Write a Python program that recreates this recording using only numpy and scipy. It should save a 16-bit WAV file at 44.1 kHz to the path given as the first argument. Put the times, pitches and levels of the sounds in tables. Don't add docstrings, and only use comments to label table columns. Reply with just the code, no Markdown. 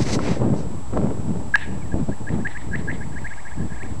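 import sys
import numpy as np
from scipy import signal
from scipy.fft import rfft, irfft
from scipy.io import wavfile

SR = 44100
rng = np.random.default_rng(int(sys.argv[2]) if len(sys.argv) > 2 else 0)


def output_pcm(signal):
    pcm = np.clip(np.atleast_2d(signal).T, -1, 1) * 32767
    wavfile.write(sys.argv[1], SR, np.round(pcm).astype(np.int16))


N = 176400
T = np.arange(N) / SR


def from_db(db):
    return 10 ** (np.asarray(db) / 20)


def rms_one(x):
    return x / np.sqrt(np.mean(x ** 2) + 1e-20)


def at_hz(points, hz):
    f, db = np.transpose(points)
    return np.interp(np.log(np.maximum(hz, 1)), np.log(f), db)


def butter(x, order, hz, kind):
    return signal.sosfilt(signal.butter(order, hz, kind, fs=SR, output="sos"), x)


def noise(eq):
    gain = from_db(at_hz(eq, np.fft.rfftfreq(N, 1 / SR)))
    return irfft(rfft(rng.standard_normal(N)) * gain, N)


def drift(rate):
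    step = 40
    pole = np.exp(-2 * np.pi * step * rate / SR)
    slow = signal.lfilter([1], [1, -2 * pole, pole * pole], rng.standard_normal(N // step + 2002))[2000:]
    return np.interp(np.arange(N) / step, np.arange(len(slow)), rms_one(slow))


def strike(hits, modes):
    impulses, out = np.zeros(N) + 1e-18, 0
    for s, db in hits:
        impulses[int(s * SR)] += from_db(db)
    for hz, db, t60 in modes:
        r, w = np.exp(-np.log(1000) / (t60 * SR)), 2 * np.pi * hz / SR
        out += from_db(db) * signal.lfilter([0, np.sin(w)], [1, -2 * r * np.cos(w), r * r], impulses)
    return out


# f/Hz, level/dB
AIR_EQ = [(20, -19), (35, -20.5), (55, -8.5), (85, -11), (167, -21), (441, -33), (886, -23.5), (1490, -37),
          (2930, -44), (6820, -47), (7920, -42.5), (8530, -48), (10200, -48), (11500, -57)]
# f/Hz in one list, rms level/dB in the other
WHINE_PITCHES = [7703, 7864, 7270]
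WHINE_LEVELS = [-53, -67, -71.5]

def background():
    whine = sum(np.sqrt(2) * from_db(db) * np.sin(2 * np.pi * hz * T + 0.45 * drift(29))
                for hz, db in zip(WHINE_PITCHES, WHINE_LEVELS))
    return from_db(-38.5) * rms_one(noise(AIR_EQ)) + whine


# t/s, level/dB
GUST_ENVELOPE = [
    [(0.02, -15), (0.036, -32.5), (0.162, -17), (0.202, -28), (0.32, -17.5), (0.344, -34), (0.424, -20),
     (0.496, -19), (0.528, -16), (0.592, -24), (0.616, -24), (0.646, -31), (0.75, -26.5), (0.78, -34),
     (0.808, -38), (0.822, -40), (0.9, -39), (0.946, -22.5), (1.014, -22.5), (1.034, -15.5), (1.176, -32.5),
     (1.202, -21), (1.222, -30), (1.314, -22), (1.348, -33), (1.364, -20.5), (1.502, -39), (1.52, -38.5)],
    [(1.58, -46), (1.71, -28.5), (1.89, -30.5), (1.93, -27), (2.03, -20), (2.06, -51), (2.09, -21),
     (2.19, -50), (2.21, -30.5), (2.27, -41), (2.31, -22.5), (2.41, -22), (2.56, -48.5), (2.57, -37.5),
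     (2.79, -23.5), (2.83, -32), (2.94, -25), (3.01, -35.5), (3.23, -30.5), (3.33, -61), (3.51, -65),
     (3.58, -23), (3.66, -22.5), (3.69, -50), (3.72, -30), (3.81, -56), (3.83, -37), (4.0, -35)],
]
RUSTLE_ENVELOPE = [
    [(0.0, -12.5), (0.024, -53), (0.05, -27), (0.096, -35), (0.168, -21), (0.248, -35.5), (0.254, -26.5),
     (0.392, -29), (0.43, -20.5), (0.52, -35.5), (0.54, -25.5), (0.55, -30), (0.71, -43.5), (0.724, -58),
     (0.748, -28), (0.756, -49), (0.812, -48), (0.828, -71), (0.978, -18.5), (0.982, -27.5), (1.138, -29.5),
     (1.15, -39.5), (1.442, -39), (1.52, -56)],
    [(1.6, -49.5), (1.7, -40.5), (1.92, -52.5), (1.95, -32), (2.08, -51), (2.09, -28), (2.15, -56),
     (2.35, -31.5), (2.56, -63), (2.67, -47), (2.9, -40), (3.1, -52), (3.2, -45), (3.25, -55),
     (3.56, -51.5), (3.6, -45), (3.68, -46), (3.69, -53), (3.76, -50), (3.83, -45), (3.84, -26),
     (3.86, -44), (3.99, -50), (4.0, -75)],
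]
# f/Hz, level/dB
WIND_EQ = [(25, -33), (50, -6.5), (80, -1), (125, -0.5), (175, 1), (215, -4), (270, -4.5), (345, -7.5),
           (440, -11), (630, -15.5), (900, -26.5), (1350, -63), (2000, -71), (3900, -69)]

def wind():
    gust_db = 0.93 * (np.interp(T, *np.vstack(GUST_ENVELOPE).T) + 25.5)
    rustle_db = np.interp(T, *np.vstack(RUSTLE_ENVELOPE).T) + 32.5
    eddy_db = 1.65 * drift(105)
    edges = 20 * 2 ** np.arange(0, 7.6, .5)
    white, out, steady = rng.standard_normal((2, N)), 0, 0
    for k, (low, high) in enumerate(zip(edges, edges[1:])):
        hz = np.sqrt(low * high)
        band = from_db(at_hz(WIND_EQ, hz)) * butter(white[k % 2], 2, [low, high], "band")
        upper = at_hz([(170, 0), (450, 0.69)], hz)
        depth = at_hz([(50, 0.27), (150, 1)], hz)
        swell_db = (1 - upper) * depth * gust_db + upper * rustle_db
        flicker_db = (1 + upper / 2) * eddy_db + 1.25 * drift(16)
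        steady += band
        out += band * from_db(swell_db + flicker_db)
    return from_db(-25.5) * out / np.std(steady)


# t/s, level/dB
THUMP_HITS = [(.311, -10), (.401, -19), (.536, -24), (.973, -11), (1.082, -26), (1.117, -29), (1.175, -18),
              (1.942, -4), (2.001, -13), (2.091, -9), (3.637, -29)]
THUMP_MODES = [(88, -3.5, 0.0216), (270, -2.5, 0.012), (606, -14.5, 0.0056)]   # f/Hz, level/dB, t60/s

def thumps():
    return -butter(strike(THUMP_HITS, THUMP_MODES), 1, 875, "low")


# f/Hz, level/dB, t60/s
POP_MODES = [(402, 1, 0.0047), (614, -4.5, 0.0062), (830, -4.5, 0.0052), (1100, -19, 0.0064)]

def crackle(pops_per_s=70):
    times = T[rng.random(N) < pops_per_s / SR]
    rustle_db = np.interp(times, *np.vstack(RUSTLE_ENVELOPE).T)
    pops = list(zip(times, rustle_db + 7 + 11 * rng.uniform(-2.7, 1, len(times))))
    return sum(strike(pops[k::len(POP_MODES)], [mode]) for k, mode in enumerate(POP_MODES))


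# t/s, level/dB
KNOCK_HITS = [(.191, -26.5), (.936, -36.5), (.973, -31)]
# f/Hz, level/dB, t60/s
KNOCK_MODES = [(1105, 8, 0.017), (1310, 4, 0.035), (1620, -25, 0.02), (2120, -31, 0.011)]

def knocks():
    return strike(KNOCK_HITS, KNOCK_MODES)


# peak t/s, rise/s, fall/s, level/dB, brightness/dB
SLEEVE_SWISHES = [(0.032, 0.034, 0.0083, -34, 1.5), (.095, .03, 0.027, -30.5, -1),
                  (0.14, 0.015, 0.014, -31, 6), (.29, 0.061, 0.054, -31.5, -7),
                  (.59, 0.029, 0.032, -49.5, 2.5)]
# f/Hz, level/dB
CLOTH_EQ = [(900, 9), (1500, 4), (2100, 8), (3200, -1.5), (4500, 4.5), (6300, 4), (6900, -4), (7500, 1),
            (8500, -8), (11000, -19)]

def sleeve(crossover_hz=3560):
    cloth = rms_one(noise(CLOTH_EQ)) * from_db(1.2 * drift(80))
    low, high = (butter(cloth, 3, crossover_hz, kind) for kind in ("low", "high"))
    body, edge = 0, 0
    for peak, rise, fall, db, bright_db in SLEEVE_SWISHES:
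        power = from_db(db) ** 2 * np.exp(-((T - peak) / np.where(T < peak, rise, fall)) ** 2)
        body += power
        edge += power * from_db(bright_db) ** 2
    return np.sqrt(body) * low + np.sqrt(edge) * high


# t/s, f/Hz, level/dB
WHISTLE_GLIDE = [(1.79, 2540, -62), (1.815, 2400, -56), (1.827, 2246, -40.5), (1.842, 2060, -61),
                 (1.863, 1820, -46), (1.885, 1700, -71)]

def whistle():
    times, hz, db = np.transpose(WHISTLE_GLIDE)
    envelope = from_db(np.interp(T, times, db, left=-np.inf, right=-np.inf))
    return envelope * np.sin(2 * np.pi * np.cumsum(np.interp(T, times, hz)) / SR)


# f/Hz, level/dB
SPLASH_EQ = [(1000, -18), (1500, 4), (1750, 14.5), (2200, 4), (2800, -5), (3500, -1.5), (4200, -8.5),
             (4800, -19), (8000, -40)]
NEAR_S = 0.019

def far_bank(crossover_hz=3900):
    splash, out = rms_one(noise(SPLASH_EQ)), 0
    for kind, stretch in (("high", 1), ("low", 1.15)):
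        power = 0
        for start, length, db, fade_db, _ in TOUCHES:
            delay = stretch * max(0.056 - 2.25 * (length - NEAR_S), length / 2)
            swell = np.exp(-((T - start - length - delay) / (.32 * delay)) ** 2)
            power += from_db(-31.5 + 0.52 * (db - fade_db)) ** 2 * swell
        out += butter(splash, 4, crossover_hz, kind) * np.sqrt(power)
    return out


# f/Hz, level/dB
BANK_EQ = [(500, -16), (1200, -23), (1650, -10.5), (2200, 4), (3000, 0), (4200, -7), (6000, -1),
           (11000, -18)]

def banks(x, peak_s=0.02, t60_s=0.7):
    envelope = np.minimum(T / peak_s, 1) * np.exp(-np.maximum(T - peak_s, 0) * np.log(1000) / t60_s)
    response = noise(BANK_EQ) * envelope / np.sqrt(np.sum(envelope ** 2))
    return from_db(-11) * signal.fftconvolve(x, response)[:N]


# f/Hz, level/dB, t60/s, loss/dB when the chirp lasts twice NEAR_S
CLICK_MODES = [(924, -6, 0.014, 18), (1300, -1, 0.0073, 6), (2710, -0.5, 0.0089, 2),
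               (3830, -8.5, 0.011, 12), (4900, -19.5, 0.0044, 33), (7960, -45, .002, 26)]

def clicks(second_tick_s=0.000904):
    tick = 0
    for hz, mode_db, t60, loss_db in CLICK_MODES:
        hits = [(start + length, db + click_db - loss_db * (length / NEAR_S - 1))
                for start, length, db, _, click_db in TOUCHES]
        tick += strike(hits, [(hz, mode_db, t60)])
    second_tick = from_db(-10) * np.interp(T - second_tick_s, T, tick, left=0)
    return from_db(-4.5) * butter(tick + second_tick, 3, 745, "high")


# t/s, chirp length/s, level/dB, fade along the chirp/dB, click trim/dB
TOUCHES = [(1.5396, .0168, -6, 3.5, -0.5), (1.917, 0.019, -31.5, 14, -23), (2.115, 0.027, -35.5, 12.5, -20),
           (2.268, 0.025, -29, 1, -2), (2.394, 0.033, -45, 10, -17), (2.448, 0.026, -22, -1.5, -3),
           (2.548, 0.027, -30, -1.5, 0), (2.712, 0.031, -35.5, 5.5, -20), (2.7295, .029, -23, 2, -1),
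           (2.875, 0.028, -25, 4, -19), (2.886, 0.03, -25, 3.5, -3.5), (3.007, 0.037, -31.5, 17, -18),
           (3.118, 0.03, -42.5, 6, -20), (3.158, .032, -31.5, 6.5, -8), (3.243, 0.032, -27.5, 3.5, -4),
           (3.306, .033, -32, 5.5, 0), (3.372, 0.034, -36, 5, -2), (3.449, .033, -35.5, 7, -4),
           (3.459, .033, -38, 4, -12), (3.51, 0.038, -36.5, 16, -9), (3.581, 0.027, -43, 8, -20),
           (3.611, 0.021, -38.5, 9, -20), (3.7, .034, -40.5, 10, -16), (3.719, 0.039, -37, 15, -14),
           (3.758, 0.039, -40, 11, -14), (3.799, .034, -35, -0.5, 6), (3.842, 0.025, -38, 2, 3)]
ICE_HZ = 1618

def chirps(attack_s=0.0028, release_s=.0005):
    out, t = np.zeros(N + SR), T[:SR // 10]
    waver_hz, waver_db = 17.7 * drift(240), 1.02 * drift(240)
    for start, length, db, fade_db, _ in TOUCHES:
        first = int(start * SR)
        here = slice(first, first + len(t))
        elapsed = np.minimum(t, length)
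        settle_hz = 150 * np.exp(-t / .0015)
        rise_hz = 301 * (elapsed / .025) ** 2.49
        flick_hz = 111 * np.exp((elapsed - length) / 0.0022)
        hz = ICE_HZ + settle_hz + rise_hz + flick_hz + waver_hz[here]
        gate = (1 - np.exp(-t / attack_s)) * np.exp((elapsed - t) / release_s)
        gain = from_db(db - fade_db * (elapsed / length) ** 2 + waver_db[here])
        out[here] += gate * gain * np.sin(2 * np.pi * np.cumsum(hz) / SR)
    return out[:N]


def stone(ground_delay_s=.0122):
    tones = chirps()
    ground = butter(np.interp(T - ground_delay_s, T, tones, left=0), 2, 1690, "low")
    direct = tones + clicks()
    return direct + from_db(-10) * ground + banks(direct) + far_bank() + whistle()


def scene():
    return (stone() + sleeve() + knocks() + wind() + thumps() + crackle() + background())[None]


def record(dry):
    cutoff_hz, dc_offset = 11400, -.0826
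    return signal.sosfilt(signal.ellip(10, .1, 80, cutoff_hz, fs=SR, output="sos"), dry) + dc_offset


dry = scene()
out = record(dry)
output_pcm(out)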